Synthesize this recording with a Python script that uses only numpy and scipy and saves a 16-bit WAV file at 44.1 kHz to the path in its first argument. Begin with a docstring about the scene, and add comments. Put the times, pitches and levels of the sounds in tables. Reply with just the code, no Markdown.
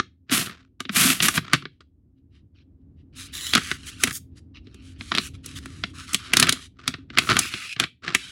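"""Over a low rumble and a faint hiss a crease crackles, then hands tear the strip off a foil-lined coffee bag.
The tear is a stream of tiny fractures, drawn as random clicks and filtered to the colour of the laminate.
The stiff sheet buckles with sharp snaps that also thump the hollow bag; tugs make the bag's air boom.
Later the fingers slide over the bag and pry its seal open: friction noise in the panel's resonances.
All is close up, in a small room of diffuse reflections."""
import sys
import numpy as np
from scipy import signal
from scipy.fft import rfft, irfft
from scipy.io import wavfile

SR = 44100
rng = np.random.default_rng(int(sys.argv[2]) if len(sys.argv) > 2 else 0)


def store_wav(level_fs):
    """Save 16-bit WAV to argv[1]."""
    pcm = np.round(np.clip(np.atleast_2d(level_fs), -1, 1) * 32767)
    wavfile.write(sys.argv[1], SR, pcm.T.astype(np.int16))


N = 366762
TIME = np.arange(N) / SR   # t/s

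# level of the low rumble before its trim: [t/s, level/dB]
RUMBLE_LEVEL = [(0.0, -61), (0.95, -57.5), (1.06, -49), (1.25, -45.5), (1.78, -60.5), (3.65, -44.5),
                (4.23, -48.5), (5.8, -41.5), (6.8, -53.5), (7.3, -45.5), (7.93, -69.5), (8.3, -52)]
# resonant hums in the rumble: [f/Hz, level/dB re the rumble's noise]
RUMBLE_HUMS = [(80, -6), (265, -9.5)]
# bends of the bag that crackle its creases: [t/s of hardest press, level/dB, rise/s, fall/s]
SQUEEZES = [(0.003, -22, 0.016, 0.018), (0.355, -29, 0.097, 0.37), (1.383, -15, 0.025, 0.016),
            (1.5, -40, 0.3, 0.25), (1.542, -14.5, 0.024, 0.031), (1.807, -48.5, 0.0043, 0.029),
            (3.557, -22, 0.053, 0.1), (4.075, -34, 0.11, 0.083), (5.184, -29, 0.09, 0.06),
            (6.43, -23.5, 0.24, 0.25), (6.796, -44, 0.015, 0.022), (6.87, -44, .15, 0.25),
            (7.202, -33, 0.14, 0.39), (7.3, -16.5, 0.043, 0.23), (7.814, -26, 0.055, 0.1),
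            (8.041, -32.5, 0.025, 0.17), (8.091, -34, 0.046, 0.14)]
# buckles of the sheet: [t/s, nominal peak level/dB, panel resonance f/Hz, nominal treble level/dB re panel]
BUCKLES = [(0.296, -22, 2200, -29.5), (0.316, -11.5, 2780, -12.5), (0.412, -20, 1320, -22),
           (0.461, -25, 3170, -14), (0.495, -27, 2040, -35), (0.8043, -16, 1300, -15),
           (0.8523, -23.5, 2900, -42.5), (0.8935, -13.5, 1180, -34), (1.102, -6.5, 2900, -23),
           (1.203, -5.5, 2600, -21.5), (1.2239, -10, 3780, -3), (1.284, -2, 1380, -7),
           (1.3768, -6, 1030, -23), (1.5334, 0, 1350, -16), (1.623, -27.5, 1220, -39),
           (1.654, -20.5, 1760, -64), (3.5354, -3, 3400, -17.5), (3.551, 0, 4500, -9.5),
           (3.5777, -8.5, 1510, -16), (3.714, -8.5, 1400, -18.5), (4.0361, -0.5, 2320, -6),
           (4.0738, -15.5, 1260, -9.5), (4.109, -17.5, 1520, -14), (4.67, -40, 3530, -30),
           (4.744, -39, 2900, -8), (5.0093, -21, 1110, -37), (5.118, -6, 1080, -31),
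           (5.1402, -17.5, 1450, -26), (5.1502, -9, 3430, -18.5), (5.163, -20.5, 2310, -18),
           (5.1751, -13, 2390, -18), (5.1828, -4, 3900, -21), (5.4601, -31.5, 6640, 6.5),
           (5.658, -24, 1190, -13), (5.8374, -9, 1980, -30), (6.1326, -22.5, 2520, 5.5),
           (6.145, -3.5, 3580, -8), (6.335, 1, 2020, -12), (6.3691, 1.5, 4060, -8),
           (6.3978, -1, 3940, -1.5), (6.4265, 2, 3620, -13.5), (6.4696, -12, 2140, -14),
           (6.4921, -0.5, 3570, -8), (6.5245, -7.5, 4230, -6), (6.878, -5.5, 4430, -13.5),
           (6.9399, -18, 1357, -37), (7.102, -26, 2060, -36), (7.1738, -5.5, 1600, -24.5),
           (7.185, 3, 3100, -15.5), (7.2908, -7.5, 1230, -27.5), (7.299, -8, 1140, -17),
           (7.3673, -4.5, 1290, -15.5), (7.39, -5.5, 7600, 2), (7.5385, -12.5, 2320, -41),
           (7.763, -22, 2130, -38.5), (7.799, -3, 2500, -14.5), (7.838, -10, 2100, -22),
           (8.0793, -12.5, 1540, -27), (8.1484, 0.5, 1900, -14.5)]
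# tugs on the whole bag, whose air booms: [t/s, initial f/Hz, initial level/dB]
TUGS = [(0.319, 265, -13), (0.894, 230, -19), (1.049, 271, -14.5), (1.379, 151, -15.5), (1.539, 150.3, -16),
        (3.553, 247.7, -15), (4.04, 275, -17.5), (5.185, 220, -21), (6.881, 278, -23.5),
        (6.984, 301, -34.5)]
# runs of the tear through the strip: [start t/s, end t/s, level/dB at the start, run-out/s]
RIPS = [(0.326, 0.385, -20, 0.18), (0.931, 0.96, -36.5, 0.054), (0.966, 0.98, -16.5, 0.072),
        (1.004, 1.122, -17, 0.1), (1.17, 1.213, -38.5, 0.05), (1.233, 1.266, -18.5, 0.047),
        (1.286, 1.322, -32.5, .06), (1.353, 1.375, -24, 0.027)]
# finger strokes on the sheet: [start t/s, end t/s, rasp level/dB, fine hiss level/dB, panel resonance f/Hz]
STROKES = [(2.553, 2.63, -67, -99, 2900), (3.136, 3.35, -54.5, -75, 2700), (3.165, 3.274, -44.5, -45, 3920),
           (3.561, 3.769, -37.5, -43, 2120), (3.771, 4.01, -50, -56, 2970),
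           (3.866, 3.903, -42.5, -42.5, 3150), (3.998, 4.117, -40, -41.5, 1450),
           (4.123, 4.179, -45.5, -34, 4500), (4.369, 4.392, -55, -59.5, 5000),
           (4.553, 4.586, -48.5, -81, 2860), (4.64, 5.019, -62, -83, 2650),
           (4.827, 4.935, -58, -61.5, 3300), (4.997, 5.143, -48.5, -52.5, 3970),
           (5.195, 5.284, -42.5, -42.5, 2640), (5.348, 5.358, -50.5, -59.5, 3500),
           (5.442, 5.556, -47, -53, 3180), (5.562, 5.586, -38, -41.5, 3500), (5.606, 5.921, -53, -59, 1340),
           (5.945, 6.06, -43.5, -49.5, 1300), (6.074, 6.176, -41, -49, 1290),
           (6.186, 6.313, -42.5, -54.5, 1220), (6.513, 6.673, -48, -52.5, 3420),
           (7.2, 7.372, -54, -42.5, 1500), (7.487, 7.685, -35.5, -44.5, 2470),
           (8.17, 8.315, -42, -50.5, 3200)]
# flat hand sliding over a thin pocket of air:
# [start t/s, end t/s, rasp level/dB, fine hiss level/dB, pocket resonance f/Hz, echo share, low edge f/Hz]
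SLIDES = [(3.336, 3.555, -35, -36, 3610, 0.26, 150), (7.405, 7.49, -31.5, -38, 2500, 0.2, 1000),
          (7.676, 7.738, -34.5, -47, 2610, 0.28, 2010)]
# filter spectra of the rumble, sheet, thump, tear, foil treble and finger rasp: [f/Hz, level/dB]
RUMBLE_SPECTRUM = [(25, -19.5), (50, -4), (85, 1.5), (130, -6), (210, -13), (290, -10), (500, -32),
                   (900, -45), (16000, -83.5)]
SHEET_SPECTRUM = [(100, -16), (380, -7.5), (530, -19), (680, -2.5), (890, -12), (1170, 2), (2000, 2),
                  (3800, 1.5), (5200, -4), (8000, -17), (16000, -49)]
THUMP_SPECTRUM = [(35, -44.5), (70, -7), (130, 0.5), (230, -3.5), (370, -3.5), (530, -19), (1200, -63.5)]
TEAR_SPECTRUM = [(40, -36), (70, -20), (130, -6.5), (200, -2), (280, -5), (540, -26), (660, -15),
                 (900, -27), (1150, -10), (1450, -10.5), (2800, -7), (5100, -13), (11000, -10.5),
                 (16000, -24)]
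TREBLE_SPECTRUM = [(2500, -22), (6000, 5), (9000, 2.5), (10800, 2.5), (12500, -11.5), (16000, -12)]
RASP_SPECTRUM = [(380, -9), (550, -25.5), (700, -20), (880, -21.5), (1200, -2.5), (2600, -1), (4000, -2),
                 (5500, -7.5), (9000, -49)]
# reverberation of the room: [f/Hz, time to decay by 60 dB/s]
ROOM_DECAY = [(150, 0.35), (1000, 0.035), (3500, 0.23), (8000, 0.12), (14000, 0.18)]

CUTOFF_HZ = 16000
RUMBLE_TRIM_DB, HISS_DB = -0.5, -96.5
# thump re panel at a nominal 0 dB peak, and its loss per dB of peak: soft snaps sound hollower
THUMP_DB, THUMP_LOSS = -14.5, 0.56
RIP_ATTACK_S, RIP_SAG_DB_PER_S = 0.033, 35   # each rip bites quickly and weakens as the pull is spent
FIBRES_PER_S, FIBRE_DB = 220, -8.5   # tougher strands, and their level re the fractures


def from_db(db):
    """Logarithmic level: 20 dB is a factor of ten in amplitude."""
    return 10 ** (np.asarray(db) / 20)


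def rms_one(x):
    """Power normalisation: scale to rms 1."""
    return x / np.sqrt(np.mean(x ** 2) + 1e-20)


def burst_level(x):
    """Energy normalisation: the burst's energy, spread over 10 ms, has rms 1."""
    return x / np.sqrt(np.sum(x ** 2) / (.01 * SR))


def gain_curve(rows):
    """Level envelope: dB interpolated linearly in time, silent outside the span."""
    times, levels_db = np.array(rows).T
    inside = (TIME >= times[0]) & (TIME <= times[-1])
    return from_db(np.interp(TIME, times, levels_db)) * inside


def at_hz(points, hz):
    """Interpolation of a spectrum on a logarithmic frequency axis."""
    points = np.array(points)
    return np.interp(np.log(hz + 1), np.log(points[:, 0]), points[:, 1])


def colour(x, spectrum, size=2048):
    """Minimum-phase filtering: folding the cepstrum makes the given spectrum causal."""
    gains = from_db(at_hz(spectrum, np.fft.rfftfreq(size, 1 / SR)))
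    cepstrum = irfft(np.log(gains))
    cepstrum[1:size // 2] *= 2
    cepstrum[size // 2 + 1:] = 0
    impulse_response = irfft(np.exp(rfft(cepstrum)))
    return signal.oaconvolve(x, impulse_response)[:len(x)]


def fine(x, treble_db, tilt=0.2):
    """Spectral tilt of the foil's treble: above 6 kHz it tilts with the given treble level."""
    tilted = [(hz, db + tilt * treble_db * max(np.log2(hz / 6000), 0)) for hz, db in TREBLE_SPECTRUM]
    return colour(x, tilted)


def resonance(x, hz, width_hz):
    """Damped resonator: a two-pole band-pass with a peak gain of about 1."""
    r = np.exp(-np.pi * width_hz / SR)
    zeros = np.array([1, 0, -1]) * (1 - r * r) / 2
    poles = [1, -2 * r * np.cos(2 * np.pi * hz / SR), r * r]
    return signal.lfilter(zeros, poles, x)


def highpass(x, hz):
    """Second-order high-pass filtering."""
    return signal.sosfilt(signal.butter(2, hz, "high", fs=SR, output="sos"), x)


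def drift(rate):
    """Random modulation about 0: normal values, rate per second, joined by straight lines."""
    return np.interp(TIME * rate, np.arange(N), rng.standard_normal(N))


def grains(per_s, spread_db, clump_db):
    """Random point process: clicks of either sign and uneven size, swelling in clumps."""
    born = rng.random(N) < per_s / SR
    size_db = spread_db * np.minimum(rng.exponential(1, N), 3.5)
    return born * rng.choice([-1, 1], N) * from_db(size_db + clump_db * drift(260))


def swell(start_s, end_s, rise_s, fall_s):
    """Force envelope: builds from nothing over rise_s, holds, and is let go over fall_s."""
    away = np.maximum((start_s - TIME) / rise_s, (TIME - end_s) / fall_s)
    return (1 - np.clip(away, 0, 1)) ** 3


def delayed(x, lag_s):
    """Propagation delay by interpolation; the lag may vary in time."""
    t = np.arange(len(x)) / SR
    return np.interp(t - lag_s, t, x, left=0)


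def add(track, s, sound):
    """Superposition: mix a sound in at time s."""
    at = int(s * SR)
    track[at:at + len(sound)] += sound[:N - at]


def hiss():
    """White noise: the microphone's faint, steady hiss."""
    return from_db(HISS_DB) * rng.standard_normal(N)


def rumble(width_hz=18):
    """Filtered noise: a dull rumble with narrow-band, wavering hums, all swelling and sinking."""
    hum_noise, low_noise = rng.standard_normal((2, N))
    hums = np.zeros(N)
    for hz, db in RUMBLE_HUMS:
        narrow = resonance(resonance(hum_noise, hz, width_hz), hz, width_hz)
        hums += from_db(db) * rms_one(narrow)
    level = gain_curve(RUMBLE_LEVEL) * from_db(RUMBLE_TRIM_DB + 1.2 * drift(18))
    return level * (rms_one(colour(low_noise, RUMBLE_SPECTRUM)) + hums)


def stroke(length_s, rasp_db, hiss_db, panel_hz):
    """Sliding friction: noise excites the touched panel's resonance, with a finer contact hiss."""
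    t = np.arange(int(length_s * SR)) / SR
    # the skin catches on small creases, which crackle through the smooth friction
    catches = (rng.random(len(t)) < 120 / SR) * rng.normal(0, 10, len(t))
    rasp_noise, contact_noise = rng.standard_normal((2, len(t))) + catches
    rasp = colour(rasp_noise, RASP_SPECTRUM)
    # the free span changes under the moving finger, so its resonance glides
    glide = rng.normal(0, .2)
    gliding_t = t * (1 + glide * (t / length_s - 1) / 2)
    ringing = resonance(rasp, panel_hz, .22 * panel_hz)
    rasp = rasp + 1.8 * np.interp(gliding_t, t, ringing)
    # louder hiss is given more top treble, softer hiss less
    top_db = np.clip(hiss_db + 43.5, -10, 10)
    contact = colour(fine(contact_noise, hiss_db - rasp_db), [(10500, 0.0015), (13000, top_db)])
    sound = from_db(rasp_db) * rms_one(rasp) + from_db(hiss_db) * rms_one(contact)
    # a bounce between bag and moving hand sweeps a hollow comb colour through the stroke
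    gap_s = rng.uniform(.0006, .0014) * (1 + rng.normal(0, .5) * t)
    soft_ends = signal.windows.tukey(len(t), min(.06 / length_s, 1))
    pressure = np.sin(np.pi * t / length_s) ** .5 * soft_ends
    return (sound + .3 * delayed(sound, gap_s)) * pressure


def fidget():
    """Intermittent friction: the holding fingers shift in faint scuffs with silence between."""
    scuff = stroke(N / SR, rasp_db=-78, hiss_db=-96.5, panel_hz=2900)
    return scuff * np.maximum(drift(11), 0)[:len(scuff)] ** 2


def crumple():
    """Crackling noise: small creases give way with a papery crunch and the hollow booms along."""
    creases = grains(per_s=2000, spread_db=1.5, clump_db=5.5)
    sheet = colour(creases, SHEET_SPECTRUM)
    crunch = rms_one(sheet + 2.2 * resonance(sheet, 1290, 450))
    hollow = from_db(-4.5) * rms_one(colour(creases, THUMP_SPECTRUM))
    press = sum(from_db(db) * swell(s, s, rise_s, fall_s) for s, db, rise_s, fall_s in SQUEEZES)
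    return press * (crunch + hollow)


def snap(peak_db, hz, treble_db, size=6000, count=400):
    """Buckling instability: a crack, panel waves and a push on the bag's air; count samples lead."""
    t = (np.arange(size) - count) / SR
    rattle, fizz, flap = rng.standard_normal((3, size))
    impulse = 1. * (t == 0)

    def fading(t60_s, rise_db):
        """Exponential envelope: a short noise rise ahead of the crack, a decay after it."""
        return np.where(t < 0, from_db(rise_db + 60 * t / 0.021), from_db(-60 * t / t60_s))

    panel = colour(rattle * fading(t60_s=0.029, rise_db=-14), SHEET_SPECTRUM)
    panel = burst_level(panel + 2.2 * resonance(panel, hz, hz / 2))
    treble = burst_level(fine(fizz * fading(t60_s=0.025, rise_db=-18.5), treble_db))
    # the hollow's pitch changes with every dent in the bag
    thump = colour(flap * (t >= 0) * from_db(-60 * t / 0.049), THUMP_SPECTRUM)
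    thump = burst_level(thump + 2 * resonance(thump, rng.uniform(130, 260), 34))
    thump_gain = from_db(THUMP_DB - THUMP_LOSS * peak_db)
    ring = panel + from_db(treble_db + 3.0) * treble + thump_gain * thump
    crack = colour(impulse, SHEET_SPECTRUM) + from_db(treble_db + 8.5) * fine(impulse, treble_db)
    crack = crack / np.abs(crack).max()
    # less treble gives the whole snap a softer edge
    softness = [(4500, 0), (CUTOFF_HZ, min(treble_db + 14.5, 0))]
    return from_db(peak_db) * colour(crack + from_db(-14.0) * ring, softness), count / SR


def snaps():
    """Superposition of impulsive events: every buckle, with a short noise rise ahead of its crack."""
    out = np.zeros(N)
    for s, *shape in BUCKLES:
        sound, lead_s = snap(*shape)
        add(out, s + .0005 - lead_s, sound)
    return out


def tugs(t60_s=0.087, sag_per_s=7, rise_s=0.0044):
    """Damped oscillation: the bag's wide faces swing and sink in pitch as they slacken."""
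    out, t = np.zeros(N), TIME[:SR // 2]
    for s, hz, peak_db in TUGS:
        turns = hz * np.cumsum(np.exp(-sag_per_s * t)) / SR
        envelope = np.minimum(t / rise_s, 1) * from_db(peak_db - 60 * t / t60_s)
        add(out, s, np.sin(2 * np.pi * turns) * envelope)
    return out


def tear():
    """Fracture noise: thousands of tiny breaks a second shake the bag; tougher strands snap in the sheet."""
    fractures = grains(per_s=12000, spread_db=2.6, clump_db=1.7)
    fibres = grains(per_s=FIBRES_PER_S, spread_db=3, clump_db=2)
    pull = np.zeros(N)
    for start, end, db, run_out_s in RIPS:
        sag_db = RIP_SAG_DB_PER_S * np.maximum(TIME - start, 0)
        pull += swell(start, end, RIP_ATTACK_S, run_out_s) * from_db(db - sag_db)
    parting = rms_one(colour(fractures, TEAR_SPECTRUM))
    strands = from_db(FIBRE_DB) * rms_one(colour(fibres, SHEET_SPECTRUM))
    return pull * (parting + strands)


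def slide(length_s, rasp_db, hiss_db, pocket_hz, echo, low_hz):
    """Comb filtering: two bounces in the pocket give hollow, even bands; a taut sheet loses its lows."""
    x = highpass(stroke(length_s, rasp_db, hiss_db, pocket_hz), low_hz)
    return x + echo * (delayed(x, 1 / pocket_hz) + delayed(x, 2 / pocket_hz))


def rub(lead_s=0.02, trail_s=0.017):
    """Modulated friction: strokes and slides ease in and out while the grip wavers."""
    out = np.zeros(N)
    for rows, gesture in (STROKES, stroke), (SLIDES, slide):
        for start, end, *tone in rows:
            add(out, start - lead_s, gesture(end - start + lead_s + trail_s, *tone))
    return out * from_db(1.6 * drift(45) + 0.7 * drift(670))


def room(x, wet_db, size=22050):
    """Diffuse reverberation: reflections decay exponentially, at their own pace in each band."""
    t, tail = np.arange(size) / SR, np.zeros(size)
    edges = np.geomspace(70, 17000, 9)
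    for low, high in zip(edges, edges[1:]):
        band_filter = signal.butter(2, [low, high], "band", fs=SR, output="sos")
        band = signal.sosfilt(band_filter, rng.standard_normal(size))
        tail += band * from_db(-60 * t / at_hz(ROOM_DECAY, np.sqrt(low * high)))
    tail *= np.minimum(t / .008, 1)   # reflections build up over 8 ms
    return from_db(wet_db) * signal.oaconvolve(x, tail / np.sqrt(np.sum(tail ** 2)))[:N]


def scene():
    """Superposition: the bag close to the microphone, its room and the background."""
    bag = crumple() + snaps() + tugs() + tear() + rub()
    add(bag, 0, fidget())
    return (bag + room(bag, wet_db=-17.5) + rumble() + hiss())[None]


def record(dry):
    """Band limiting and saturation: deep bass drops, the loudest cracks overload, the top is cut."""
    thinned = highpass(dry, 45)
    rounded = thinned / (1 + (thinned / 1.05) ** 4) ** .25
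    top_cut = signal.ellip(10, .2, 80, CUTOFF_HZ, fs=SR, output="sos")
    return signal.sosfilt(top_cut, rounded)


dry = scene()
out = record(dry)
store_wav(out)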